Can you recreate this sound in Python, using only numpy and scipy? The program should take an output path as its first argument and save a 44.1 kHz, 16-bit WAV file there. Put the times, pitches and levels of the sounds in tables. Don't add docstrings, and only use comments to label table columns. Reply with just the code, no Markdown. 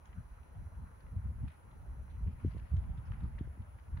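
import sys
import numpy as np
from scipy import signal
from scipy.fft import rfft, irfft
from scipy.io import wavfile

SR = 44100
rng = np.random.default_rng(int(sys.argv[2]) if len(sys.argv) > 2 else 0)


def transcribe(u):
    v = np.clip(np.atleast_2d(u).T, -1, 1)
    q = np.round(v * 32767).astype(np.int16)
    wavfile.write(sys.argv[1], SR, q)


N = 176400

WIND_LIKENESS = 0.81


def from_db(db):
    return 10 ** (np.asarray(db) / 20)


def rms_one(x):
    return x / np.sqrt(np.mean(x ** 2) + 1e-30)


def in_time(rows):
    s, *columns = np.transpose(rows)
    return [np.interp(np.arange(N) / SR, s, column) for column in columns]


def pan(db):
    return from_db(np.array([[db], [-db]]) / 2)


def drift(hz):
    f = np.fft.rfftfreq(N, 1 / SR)
    slow = rfft(rng.standard_normal(N)) / (1 + (f / hz) ** 2)
    return rms_one(irfft(slow, N))


def white_pair(likeness, size=N):
    mid, side = rng.standard_normal((2, size))
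    opposite = np.array([[1], [-1]])
    return np.sqrt(1 + likeness) * mid + np.sqrt(1 - likeness) * side * opposite


def coloured(x, spectrum):
    hz, db = np.transpose(spectrum)
    f = np.fft.rfftfreq(N, 1 / SR) + 1e-3
    gain = from_db(np.interp(np.log(f), np.log(hz), db))
    gain = gain * np.minimum(1, f / hz[0]) * np.minimum(1, hz[-1] / f) ** 2
    return rms_one(irfft(rfft(x) * gain, N))


def butter(x, hz, kind, order=2):
    safe_hz = np.clip(hz, 10, .45 * SR)
    return signal.sosfilt(signal.butter(order, safe_hz, kind, fs=SR, output="sos"), x)


def add(out, s, sound):
    i = int(s * SR)
    a, b = max(i, 0), min(i + sound.shape[1], N)
    out[:, a:b] += sound[:, a - i:b - i]


def patchy(x, depth_db):
    f = np.clip(np.fft.rfftfreq(N, 1 / SR), 400, 6400)
    thirds, spectrum = 3 * np.log2(f / 400), rfft(x)
    out = 0
    for k in range(13):
        swell = from_db(depth_db * drift(15.3))
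        band = irfft(spectrum * np.maximum(0, 1 - abs(thirds - k)), N)
        out = out + swell * band
    return rms_one(out)


# t/s of the middle, length/s, level/dB before BUFFET_DB, top edge f/Hz
BUFFETS = [(0.185, 0.03, -38.5, 173), (0.579, 0.036, -42, 127), (0.616, 0.025, -44, 151),
           (0.669, 0.015, -36.5, 98), (0.822, 0.082, -46, 163), (1.134, 0.027, -43, 206),
           (1.173, 0.017, -29, 124), (1.261, 0.017, -35.5, 132), (1.374, 0.045, -43.5, 118),
           (1.41, 0.015, -41, 265), (1.444, 0.032, -32.5, 162), (2.216, 0.02, -43.5, 134),
           (2.277, 0.058, -36, 257), (2.46, 0.033, -30, 200), (2.559, 0.036, -38, 226),
           (2.736, 0.019, -23.5, 130), (2.764, 0.0077, -28.5, 99), (2.786, 0.015, -26.5, 109),
           (2.835, 0.03, -37, 135), (2.982, 0.035, -38, 129), (3.108, 0.038, -36.5, 129),
           (3.238, 0.05, -34.5, 247), (3.606, 0.018, -37.5, 170), (3.939, 0.025, -35.5, 106),
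           (3.995, 0.013, -41, 180)]
# f/Hz, level/dB relative to the eddy
EDDY_BANDS = [(77, 0.5), (140, -5.5), (270, -17), (560, -29)]
BUFFET_DB, EDDY_BAND_OCTAVES = -3, 0.47
EDDY_SHAPE = 1.26
EDDY_FALL_RATIO = 1.084
EDDY_EDGE_POWER = 15.5


def buffets():
    out, size = np.zeros((2, N)), 16384
    t = (np.arange(size) - size / 2) / SR
    f = np.fft.rfftfreq(size, 1 / SR) + 1
    for s, length, db, top_hz in BUFFETS:
        width = length * EDDY_FALL_RATIO ** np.sign(t)
        envelope = np.exp(-2 * np.abs(t / width) ** EDDY_SHAPE)
        for hz, band_db in EDDY_BANDS:
            swell = white_pair(WIND_LIKENESS, size=size) * envelope
            band_shape = np.exp(-.5 * (np.log2(f / hz) / EDDY_BAND_OCTAVES) ** 2)
            band = rms_one(irfft(rfft(swell) * band_shape, size))
            band = band * np.sqrt(length * SR / size)
            edge = 1 / np.sqrt(1 + (hz / top_hz) ** EDDY_EDGE_POWER)
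            add(out, s + t[0], from_db(db + band_db + BUFFET_DB) * edge * band)
    return out


# t/s, peak level/dB, top edge f/Hz
SLAPS = [(2.447, -25, 390), (2.547, -42, 495), (2.567, -42.5, 660), (3.408, -29.5, 320),
         (3.474, -45.5, 487), (3.574, -47.5, 370)]
SLAP_LOW_HZ, SLAP_BODY_HZ = 58.5, 165


def slaps():
    out = np.zeros((2, N))
    for s, db, top_hz in SLAPS:
        pulse = butter(signal.unit_impulse(SR // 10), top_hz, "low", order=6)
        pulse = butter(pulse, SLAP_BODY_HZ, "low", order=1)
        pulse = butter(pulse, SLAP_LOW_HZ, "high", order=3)
        add(out, s, from_db(db) * pan(0) * pulse / np.abs(pulse).max())
    return out


# t/s, level/dB
BREEZE = [(0, -54.5), (.5, -55.5), (.75, -51.5), (1.0, -53), (1.3, -41), (1.56, -54.5), (1.75, -50.5),
          (1.95, -45), (2.3, -43), (2.65, -50), (2.88, -39), (3.1, -43.5), (3.35, -43.5), (3.55, -49),
          (3.83, -54.5), (4, -37)]
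# f/Hz, relative level/dB per Hz
RUMBLE = [(24, -13.5), (36, -2), (65, 4), (110, -7), (160, -15), (250, -26.5), (400, -43.5), (700, -51)]
RUMBLE_FLUTTER_DB, FLUTTER_HZ = 3, 12.7


def rumble():
    level_db, = in_time(BREEZE)
    flutter_db = RUMBLE_FLUTTER_DB * drift(FLUTTER_HZ)
    return from_db(level_db + flutter_db) * coloured(white_pair(WIND_LIKENESS), RUMBLE)


# t/s, level/dB before KNOCK_DB, ring f/Hz, length of the crunch/s
KNOCKS = [(0.055, -66.5, 6300, 0.0029), (0.056, -62, 2740, 0.0033), (0.127, -62.5, 2560, 0.0065),
          (0.431, -69, 2640, .004), (1.004, -73, 4130, .006), (1.065, -69, 2400, 0.0033),
          (1.477, -58.5, 2380, 0.0048), (1.482, -61.5, 3760, 0.0025), (1.501, -67, 3000, .008),
          (1.5178, -60.5, 2470, 0.0024), (1.517, -68, 10100, 0.0011), (1.712, -71.5, 3560, 0.0059),
          (2.097, -75, 3800, 0.023), (2.272, -62.5, 2250, 0.0054), (2.398, -64, 2420, .006),
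          (2.505, -73.5, 4300, 0.017), (2.595, -64.5, 2560, .005), (2.766, -61.5, 3520, 0.0045),
          (2.767, -73, 6100, .004), (2.838, -62, 1890, 0.0037), (2.973, -69.5, 3300, 0.016),
          (3.054, -76, 5240, 0.022), (3.117, -51, 1300, 0.0045), (3.117, -60, 2800, 0.0038),
          (3.135, -54.5, 1970, 0.0018), (3.204, -66.5, 3330, 0.0046), (3.234, -70, 4160, 0.0026),
          (3.382, -58, 1890, 0.0055), (3.387, -59, 3170, 0.0039), (3.62, -70, 3280, .004),
          (3.785, -63.5, 2130, 0.0044), (3.971, -51, 1630, 0.0046), (3.972, -66, 3940, 0.0043)]
# f/Hz, relative level/dB per Hz
STONE = [(400, -14), (900, 0.5), (1900, 0.5), (2800, -7.5), (4200, -21), (6000, -22.5), (8000, -28)]
KNOCK_DB, KNOCK_LIKENESS = -2, 0.15
KNOCK_ATTACK_S, KNOCK_T60_S = 0.0003, 0.016
CLIFF_DB, CLIFF_T60_S = -11.5, 0.3
CRACK_LOW_RATIO, CRACK_TOP_RATIO = 0.48, 2.04
RING_SHARE, RING_Q = 0.45, 4.2


def knocks():
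    out, size = np.zeros((2, N)), SR // 2
    t = np.arange(size) / SR
    cracks = coloured(white_pair(KNOCK_LIKENESS), STONE)
    for s, db, hz, length in KNOCKS:
        contact = from_db(-60 * np.maximum(t - length, 0) / KNOCK_T60_S)
        scatter = from_db(CLIFF_DB - 60 * t / CLIFF_T60_S)
        envelope = (1 - np.exp(-t / KNOCK_ATTACK_S)) * np.maximum(contact, scatter)
        crack = np.roll(cracks, -int(s * SR), axis=1)[:, :size]
        crack = rms_one(butter(crack, [hz * CRACK_LOW_RATIO, hz * CRACK_TOP_RATIO], "band"))
        ring_edges = [hz * (1 - .5 / RING_Q), hz * (1 + .5 / RING_Q)]
        ring = rms_one(butter(white_pair(KNOCK_LIKENESS, size=size), ring_edges, "band"))
        stone = np.sqrt(1 - RING_SHARE) * crack + np.sqrt(RING_SHARE) * ring
        add(out, s, from_db(db + KNOCK_DB) * envelope * stone)
    return out


# t/s, body level/dB, dry rustle level/dB
AIR = [(0, -71.5, -80.5), (.9, -69, -88), (1.45, -70.5, -82), (1.8, -69.5, -85.5), (2.1, -70.5, -84),
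       (2.55, -70, -73), (2.9, -68, -81), (3.2, -68.5, -80), (3.6, -70.5, -80.5), (4, -71, -83)]
# f/Hz, relative level/dB per Hz
AIR_BODY = [(150, 6.5), (350, -1.5), (620, 0), (720, -1.5), (930, 2), (1150, -3), (1400, -1.5),
            (1680, -7.5), (1950, -9), (2500, -18), (4000, -31.5)]
# f/Hz, relative level/dB per Hz
AIR_RUSTLE = [(1000, -9.5), (2000, -1.5), (2500, -4.5), (3100, -9), (3800, -18.5), (5000, -18.5),
              (7500, -35)]
AIR_DB, AIR_PAN_DB, AIR_FLUTTER_DB = 6.5, 0.3, 2.5
RUSTLE_DB, RUSTLE_PAN_DB, RUSTLE_FLUTTER_DB = 2.1, 5, 3


def far_air():
    body_db, rustle_db = in_time(AIR)
    body = patchy(coloured(white_pair(0), AIR_BODY), AIR_FLUTTER_DB)
    body = from_db(body_db + AIR_DB) * body
    rustle = patchy(coloured(white_pair(0), AIR_RUSTLE), RUSTLE_FLUTTER_DB)
    rustle = from_db(rustle_db + RUSTLE_DB) * rustle
    return body * pan(AIR_PAN_DB) + rustle * pan(RUSTLE_PAN_DB)


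GRIT_PER_S, GRIT_T60_S = 30, 0.011
GRIT_DB, GRIT_SPREAD_DB = -76.5, 4


def grit():
    _, rustle_db = in_time(AIR)
    out, pitches = 0, np.geomspace(1900, 3500, 6)
    decay = from_db(-60 / (GRIT_T60_S * SR))
    for hz in pitches:
        happens = rng.random(N) < GRIT_PER_S / len(pitches) / SR
        hits = happens * from_db(GRIT_SPREAD_DB * np.minimum(rng.exponential(1, N), 3))
        envelope = signal.lfilter([1], [1, -decay], hits + 1e-18)
        ring = rms_one(butter(white_pair(0), [hz * 0.58, hz * 1.14], "band"))
        out = out + envelope * ring * pitches[0] / hz
    return out * from_db(GRIT_DB + rustle_db - rustle_db.mean())


# f/Hz, relative level/dB per Hz
OWN_HISS = [(1000, -1), (5500, -1.5), (7000, 1), (8500, -14), (16000, -15)]
# f/Hz, relative level/dB per Hz
COMMON_HISS = [(4000, -20), (6500, -11.5), (8200, -9), (9500, 1), (12000, 0), (16000, -1)]
WHINE_HZ = [4086, 5909, 9083, 10907, 14081]
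# level/dB before wavering, phase by which the left leads/rad
WHINE = [(-94.7, -1.5), (-94.3, .3), (-82.7, 2.45), (-84.3, 0), (-90, 2.35)]
# t/s, level/dB
LOW_WHINE = [(1.15, 1.5), (1.25, -5), (1.6, -6), (1.7, 1), (2.22, 2.5), (2.3, -11), (2.47, 4.5),
             (2.6, -5.5), (3.7, -8), (3.8, -1)]
OWN_HISS_DB, COMMON_HISS_DB, HISS_LAG_MS = -86, -83.5, .185
WHINE_WAVER_DB, WHINE_JITTER_RAD = 1.5, 0.12


def electronics():
    t, f = np.arange(N) / SR, np.fft.rfftfreq(N, 1 / SR)
    common = coloured(rng.standard_normal(N), COMMON_HISS)
    late = irfft(rfft(common) * np.exp(-2j * np.pi * f * HISS_LAG_MS / 1000), N)
    out = from_db(COMMON_HISS_DB) * np.array([late, common])
    out = out + from_db(OWN_HISS_DB) * coloured(white_pair(0), OWN_HISS)
    low_db, = in_time(LOW_WHINE)
    for k, (hz, (db, lead)) in enumerate(zip(WHINE_HZ, WHINE)):
        phase = 2 * np.pi * hz * t + WHINE_JITTER_RAD * drift(60)
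        level_db = db + low_db * (k < 2) + WHINE_WAVER_DB * drift(19)
        tone = np.sqrt(2) * np.sin(phase + np.array([[lead], [0]]))
        out = out + from_db(level_db) * tone
    return out


def scene():
    wind = butter(rumble() + buffets(), 24.6, "high")
    return wind + slaps() + far_air() + knocks() + grit()


def record(dry):
    top_cut = signal.ellip(12, .1, 80, 15750, fs=SR, output="sos")
    return signal.sosfilt(top_cut, dry + electronics())


dry = scene()
out = record(dry)
transcribe(out)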